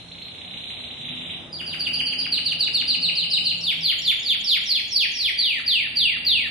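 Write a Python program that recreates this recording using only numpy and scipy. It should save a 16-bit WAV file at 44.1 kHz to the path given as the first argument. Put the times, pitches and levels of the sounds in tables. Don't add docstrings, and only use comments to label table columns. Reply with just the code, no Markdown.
import sys
import numpy as np
from scipy import signal
from scipy.fft import rfft, irfft
from scipy.io import wavfile
from scipy.ndimage import uniform_filter1d

SR = 44100
rng = np.random.default_rng(int(sys.argv[2]) if len(sys.argv) > 2 else 0)


def boost_factor(decibels):
    exponent = np.asarray(decibels, float) / 20
    return 10 ** exponent


def transcribe(signal):
    frames = np.atleast_2d(signal).T
    limited = np.clip(frames, -1, 1)
    pcm = np.round(limited * 32767).astype(np.int16)
    wavfile.write(sys.argv[1], SR, pcm)


N = 286650
T = np.arange(N) / SR


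def curves(table):
    s, *columns = np.transpose(table)
    return [np.interp(T, s, column) for column in columns]


def walk(rate_hz):
    hold = int(SR / rate_hz)
    steps = np.repeat(rng.standard_normal(N // hold + 1), hold)
    return 1.6 * uniform_filter1d(uniform_filter1d(steps, hold), hold)[:N]


def shaped(x, points):
    hz, db = np.transpose(points)
    log_f = np.log(np.fft.rfftfreq(x.shape[-1], 1 / SR) + 1)
    gain = boost_factor(np.interp(log_f, np.log(hz), db, left=-90, right=-90))
    return irfft(rfft(x) * gain, x.shape[-1])


def band(x, lo_hz, hi_hz):
    return x / np.std(shaped(x, [(lo_hz, 0), (hi_hz, 0)]))


# f/Hz, likeness (0-1)
LIKENESS = [(40, .6), (130, 0.78), (290, 0.84), (630, 0.44), (1400, 0)]


def stereo_noise():
    hz, like = np.transpose(LIKENESS)
    log_f = np.log(np.fft.rfftfreq(N, 1 / SR) + 1)
    like = np.clip(np.interp(log_f, np.log(hz), like), 0, 1)
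    mid, side = rfft(rng.standard_normal((2, N)))
    return irfft(mid * np.sqrt(1 + like) + side * np.sqrt(1 - like) * np.array([[1], [-1]]), N)


# t/s, level/dB
ROAD = [(0, -53.5), (.95, -52.5), (1.7, -49), (3.3, -52.5), (4.4, -56), (5.65, -56), (6.5, -54)]
# f/Hz, level/dB per Hz
ROAD_COLOUR = [(15, -61), (25, -29), (43, -14.5), (94, -4.5), (173, -8), (199, -7.5), (253, -6), (356, -12),
               (810, -12), (945, -17), (1500, -19.5), (1950, -50), (3300, -120)]
# middle t/s, length/s, f/Hz, level/dB
DRONES = [(.13, 0.45, 175, -51), (0.52, .2, 184, -53), (1.2, 0.82, 171, -50.5), (1.8475, 1.8, 175.7, -57),
          (2.37, .25, 177, -54), (3.051, 0.45, 174, -48), (3.25, 0.21, 172, -48),
          (3.62, 0.27, 173.5, -46.5), (3.828, 0.24, 165, -43), (4.073, .3, 169, -50.5),
          (4.596, .15, 171, -57), (0.85, 0.17, 245, -48), (1.165, 0.59, 246, -45),
          (2.103, 1.58, 255.6, -49), (2.908, 0.41, 255.5, -48), (3.5, 0.77, 180, -51),
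          (1.77, 2.9, 340, -57.5), (0.025, .25, 120, -53.5), (1.9, 0.67, 156, -49), (3.6, 0.43, 138, -59),
          (1.07, .5, 140, -52.5), (4.55, 1.4, 210, -57), (2.3, 6.4, 140, -60), (2.26, 5.2, 160, -52)]
# multiple of its pitch, level/dB when nearest
ENGINE_ORDERS = [(1, -52.5), (2, -52), (3, -53)]
# f/Hz, level/dB per Hz
HISS = [(3060, -29), (5200, 14.5), (10100, 11), (10700, -24), (11200, -59), (13100, 3.5), (14000, -27)]


def traffic():
    (road_db,) = curves(ROAD)
    road = shaped(stereo_noise(), ROAD_COLOUR)
    rumble = shaped(road, [(20, 5), (120, 2.0), (140, -24)])
    out = band(road - rumble, 312, 782) * boost_factor(road_db + 0.54 * walk(8.4))
    rumble_db = -52.5 + 0.63 * (road_db - road_db.mean())
    out += band(rumble, 45, 130) * boost_factor(rumble_db + np.array([[-1.5], [1.5]]))

    turns = np.cumsum(1 + 0.0082 * walk(6.5)) / SR
    flicker = boost_factor(walk(8))
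    for middle_s, length_s, hz, db in DRONES:
        swell = np.cos(np.pi * np.clip((T - middle_s) / length_s, -.5, .5)) ** 2
        out += np.sqrt(2) * boost_factor(db) * swell * flicker * np.sin(2 * np.pi * hz * turns)

    engine_hz, nears_db_per_s, abreast_s = 81.4, 17.5, 6.2
    near = boost_factor(nears_db_per_s * np.minimum(T - abreast_s, 0) + 1.7 * walk(4.6))
    for order, db in ENGINE_ORDERS:
        out += np.sqrt(2) * near * boost_factor(db) * np.sin(2 * np.pi * order * engine_hz * T + order)

    murmur = shaped(rng.standard_normal((2, N)), [(1500, 7), (5200, -9.5)])
    out += band(murmur, 1000, 3900) * boost_factor(road_db - 6.0)
    hiss = shaped(rng.standard_normal((2, N)), HISS)
    return out + band(hiss, 5200, 21000) * boost_factor(-60.5)


# f/Hz, t60/s, level/dB
ROOM = [(1100, 1, -27.5), (2000, 0.93, -21.5), (3200, 0.73, -22), (5000, 0.58, -22.5), (7570, 0.99, -21),
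        (12600, 0.67, -33)]
# t/s, left level/dB, right level/dB
ECHOES = [(.003, -9, -19.5), (.007, -13.5, -6), (.012, -11.5, -19), (.019, -10, -13), (.036, -14, -13.5)]


def room(x):
    t = np.arange(SR) / SR
    response = np.zeros((2, SR))
    mode_hz, mode_db = 12, 1.4
    modes = signal.lfilter([1], [1, 1 / mode_hz - 1], rng.standard_normal(SR // 2 + 1)) * np.sqrt(2 / mode_hz)
    mode_gain = boost_factor(mode_db * modes - 0.86)
    for k, (hz, t60, db) in enumerate(ROOM):
        below_hz = ROOM[k - 1][0] if k > 0 else hz / 2
        above_hz = ROOM[k + 1][0] if k + 1 < len(ROOM) else 16000
        noise = shaped(rng.standard_normal((2, SR)), [(below_hz, -30), (hz, db), (above_hz, -30)])
        noise = irfft(rfft(noise) * mode_gain, SR)
        decay = np.log(1000) / t60
        response += noise * np.exp(-decay * t) * np.sqrt(2 * decay / SR)
    response *= boost_factor(22.5) * np.minimum(t / 0.017, 1)
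    response = response + 0.048 * response[::-1]
    for s, left_db, right_db in ECHOES:
        arrival = (np.array([s, 1.12 * s]) * SR).astype(int)
        response[[0, 1], arrival] += boost_factor([left_db, right_db]) * rng.choice([-1, 1])
    lead = int(.202 * SR)
    song = np.r_[x[:lead], x]
    return signal.fftconvolve(song[None], response, axes=1)[:, lead:lead + N]


# t/s, level/dB, top f/Hz, chirp length/s
TRILL = [
    (.011, -39.5, 4330, .012),
    (.214, -29, 4327, .015),
    (.411, -29, 4213, .013),
    (.505, -27.5, 4228, .014),
    (.6, -27.5, 4212, .015),
    (.801, -26.5, 4180, .016),
    (.97, -29, 4174, .017),
    (1.082, -24.5, 4134, .018),
    (1.334, -24, 4060, .022),
]
CHIRPS_SO_FAR = [0, 6, 12, 15, 18, 24, 29, 32, 38]
# share of length (0-1 and ringing on), share of top pitch (0-1), level/dB
CHIRP = [(0, .40, -23.5), (0.121, .5, -10.5), (0.402, .76, -4), (0.622, .92, 2.5), (.9, 0.97, -13),
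         (1.251, 0.95, -15), (1.5, 0.99, -32)]


def chirps():
    share, pitch, db = np.transpose(CHIRP)
    number = np.arange(CHIRPS_SO_FAR[-1] + 1)
    effort = [np.interp(number, CHIRPS_SO_FAR, column) for column in np.transpose(TRILL)]
    pushes = rng.standard_normal(len(number))
    tracks = []
    for s, level_db, top_hz, length_s, push in zip(*effort, pushes):
        hz = pitch * top_hz * (1 + .011 * push)
        tracks.append(np.transpose([s + share * length_s, hz, db + level_db + 1.04 * push]))
    return tracks


def phrase(shape, notes):
    share, hz, db = np.transpose(shape)
    done = np.clip(share, 0, 1)
    tracks = []
    for s, length_s, lag_s, early_db, late_db in notes:
        t = s + share * length_s + lag_s * np.sin(np.pi * done)
        tracks.append(np.transpose([t, hz, db + early_db + (late_db - early_db) * done]))
    return tracks


# share of length (0-1 and ringing on), f/Hz, level/dB under the note's strength
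BROKEN = [(0, 5000, -10), (.11, 4730, -1), (.2, 4580, -4), (.34, 4171, -16), (.7, 3656, -16.5),
          (.99, 2880, -.5), (1.11, 2000, -17), (1.18, 1212, -14)]
SPLIT = [(0, 4956, -13), (.06, 4795, -2.5), (.18, 4573, -1.5), (.32, 4200, -13), (.44, 3979, -27),
         (.7, 3550, -24), (.99, 2930, -.5), (1.1, 2051, -15.5), (1.17, 1300, -26.5)]
DOUBLE = [(0, 5000, -11), (.22, 4460, -1.5), (.52, 3787, -4), (.8, 3312, -21), (.99, 2903, 1),
          (1.13, 1900, -21.5), (1.17, 1240, -18)]
LOWERED = [(0, 5000, -14), (.2, 4536, -6), (.38, 4150, -2), (.55, 3804, -4.5), (.76, 3363, -16.5),
           (.99, 2915, -2), (1.09, 2500, -7.5), (1.16, 1796, -25.5)]
LONG = [(0, 5500, -6), (.08, 5052, -15.5), (.24, 4708, -5), (.52, 3820, -3.5), (.66, 3450, 2),
        (.8, 3000, -3), (.99, 2110, -10.5), (1.06, 1700, -25), (1.13, 1203, -28.5)]
HIGH = [(0, 6987, -24), (.09, 6048, -25), (.15, 5796, -14.5), (.26, 5350, -8.5), (.46, 4492, -2),
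        (.6, 3915, -7), (.72, 3435, 2), (.99, 2020, -12), (1.07, 1489, -34)]
SLOW = [(0, 4795, -7.5), (.075, 4550, 1), (.14, 4112, -1.5), (.25, 3568, 2.5), (.35, 3114, -2.5),
        (.51, 2633, -3), (.69, 2220, -13.5), (.94, 1676, -26), (.99, 1162, -31.5)]
# start t/s, length/s, lag of the middle/s, early level/dB, late level/dB
BROKEN_NOTES = [
    (1.525, .080, -0.0021, -23.5, -20),
    (1.662, 0.073, 0.0056, -19, -18.5),
    (1.795, 0.076, 0.0035, -15, -20),
    (2.186, .071, -.002, -15, -20.5),
]
SPLIT_NOTES = [(1.93, 0.074, -.002, -18.5, -15), (2.057, 0.071, 0.002, -15, -17)]
DOUBLE_NOTES = [(2.314, 0.067, -.001, -14, -17), (2.449, 0.074, .001, -18, -15.5),
                (2.595, .079, .001, -13, -16.5), (2.735, .079, -.001, -11, -16.5)]
LOWERED_NOTES = [(2.874, 0.073, 0.0059, -12, -16), (3.015, .075, .003, -12, -13.5),
                 (3.156, .082, .001, -11, -17.5), (3.305, .073, 0.0044, -10, -15.5),
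                 (3.442, 0.073, 0.002, -11.5, -17.5)]
LONG_NOTES = [(3.612, 0.11, -.003, -20.5, -15), (3.812, 0.11, .001, -17, -13),
              (4.022, 0.098, .001, -17, -13), (4.234, .110, -.002, -19, -13.5),
              (4.446, .120, -0.0025, -14, -16)]
HIGH_NOTES = [(4.640, 0.16, -0.0017, -14.5, -16.5), (4.882, .170, 0.0014, -18, -13),
              (5.117, .180, 0.0091, -17.5, -15)]
SLOW_NOTES = [(5.376, 0.23, .011, -19, -12), (5.665, .214, -.004, -18, -14.5),
              (5.959, .217, -.001, -17.5, -14.5), (6.251, 0.23, 0.00067, -15.5, -15.5)]
# t/s, f/Hz, level/dB
PIPS = [
    (3.575, 7100, -38),
    (3.984, 6883, -29.5),
    (4.193, 6890, -32),
    (4.404, 6960, -29.5),
    (5.114, 6740, -37),
]


def whistles():
    song = phrase(BROKEN, BROKEN_NOTES) + phrase(SPLIT, SPLIT_NOTES) + phrase(DOUBLE, DOUBLE_NOTES)
    song += phrase(LOWERED, LOWERED_NOTES) + phrase(LONG, LONG_NOTES)
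    song += phrase(HIGH, HIGH_NOTES) + phrase(SLOW, SLOW_NOTES)
    tracks = []
    for note in song:
        s, hz, db = note[0]
        tracks.append([(s - .005, 1.018 * hz, db - 14)] + list(note))
    for s, hz, db in PIPS:
        tracks.append([(s, 1.04 * hz, db - 12), (s + .006, hz, db), (s + .013, .95 * hz, db - 8)])
    return tracks


# t/s, second level/dB, third level/dB, fourth level/dB, rushing air level/dB
OVERTONES = [(0, -32.5, -37, -67, -59), (1.45, -43, -51, -58, -68), (1.52, -28, -29, -60, -30.5),
             (2.4, -27, -43, -57, -39), (3.5, -27, -49.5, -56, -49), (3.7, -34.5, -33.5, -31.5, -37.5),
             (5.3, -32.5, -38, -32.5, -36.5), (6.5, -42, -32, -46, -52)]
# f/Hz, level/dB
THROAT = [(500, 1.5), (3300, 0), (3850, -1), (4500, 1.5), (5050, -3.5), (5500, -0.5), (20000, -0.5)]


def canary():
    hz, gain = np.full(N, 3000.), np.zeros(N)
    for note in chirps() + whistles():
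        s, f, db = np.transpose(note)
        on = slice(int(s[0] * SR), int(s[-1] * SR))
        hz[on] = np.interp(T[on], s, f)
        gain[on] = boost_factor(np.interp(T[on], s, db))
    hz = uniform_filter1d(hz, size=60) * (1 + 0.0026 * walk(300) + .009 * walk(45))
    gain = uniform_filter1d(gain, size=60) * boost_factor(2.2 * walk(150))
    phase = 2 * np.pi * np.cumsum(hz) / SR
    *overtone_db, air_db = curves(OVERTONES)
    tone = np.sin(phase)
    for k, db in enumerate(overtone_db, 2):
        tone += boost_factor(db) * np.sin(k * phase) * (k * hz < .45 * SR)
    air = shaped(rng.standard_normal(N), [(10200, -28), (10700, 2.0), (11200, -6.0), (11500, -18.0)])
    air = band(air, 10000, 12000)
    return shaped(gain * (tone + boost_factor(air_db) * air), THROAT)


# t/s, left minus right level/dB, level/dB
HEAD = [
    (0, -5.5, -4),
    (1.4, -7.5, -8.5),
    (1.6, -4, -7.5),
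    (2.5, -4, -2.5),
    (3.5, 1, -4),
    (4.5, -4.5, -4),
    (5.5, 0.5, -2.5),
    (6.5, -2.5, -3.5),
]


def scene():
    bird = canary() * boost_factor(1.41)
    bird = bird + boost_factor(-19) * np.roll(bird, int(.0017 * SR))
    pan_db, near_db = curves(HEAD)
    direct = np.array([np.roll(bird, 1), bird]) * boost_factor(np.array([pan_db, -pan_db]) / 2 + near_db)
    return direct + room(bird) + traffic()


# f/Hz, level/dB
MICROPHONE = [(10, 1.5), (5500, 0), (7500, -1), (9500, 1), (11000, 5), (11700, -5), (12300, 11),
              (13000, 3.5), (13800, -3.5), (14400, -34)]


def microphone(x):
    return np.tanh(1.153 * shaped(x, MICROPHONE)) / 1.268


# f/Hz, level/dB relative to the loudest band
MASK = [(700, -60.5), (1150, -34.5), (1500, -40), (1900, -40.5), (2500, -60), (4500, -37.5), (5600, -28),
        (7000, -36.5), (8500, -36), (10000, -43), (12000, -38), (14000, -43)]


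def drop_masked_bands(x):
    f, _, z = signal.stft(x, SR, nperseg=2048)
    edges = np.r_[0:96:6, 96:240:12, 240:len(f):16]
    edge_hz = f[edges, None]
    owner = np.searchsorted(edges, np.arange(len(f)), "right") - 1
    power = np.add.reduceat(np.abs(z) ** 2, edges, axis=1) / np.bincount(owner)[:, None]
    db = 10 * np.log10(power.mean(axis=0) + 1e-18)
    loudest_db = db.max(axis=0)
    mask = np.interp(f[edges], *np.transpose(MASK))[:, None] + uniform_filter1d(loudest_db, size=5)
    mask = np.maximum(mask, np.where(edge_hz > 4800, -91.0, -200))
    for k in range(1, 5):
        mask[k:] = np.maximum(mask[k:], db[:-k] - 11.5 - 3.6 * k - 40 * (edge_hz[k:] < 1000))
    luck = 17.0 * uniform_filter1d(rng.standard_normal(db.shape), size=5, axis=1)
    luck = luck * np.clip(edge_hz / 6000, .3, 1)
    noise = rng.standard_normal(z.shape) + 1j * rng.standard_normal(z.shape)
    noise = np.sqrt(power[:, owner] / 2) * noise
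    weak = (db < loudest_db - 34) & (edge_hz > 5600)
    z = np.where(weak[owner], 1.26 * noise + 1.52 * z, z) * (db + luck > mask)[owner]
    step = boost_factor(mask - luck + 4.5)[owner]
    z = z * step * np.round(np.abs(z) / step) / (np.abs(z) + 1e-18)
    return signal.istft(z, SR, nperseg=2048)[1][:, :N]


def low_pass(x):
    return signal.sosfilt(signal.butter(12, 15000, fs=SR, output="sos"), x)


def record(dry):
    mix = drop_masked_bands(microphone(dry))
    return low_pass(mix)


dry = scene()
out = record(dry)
transcribe(out)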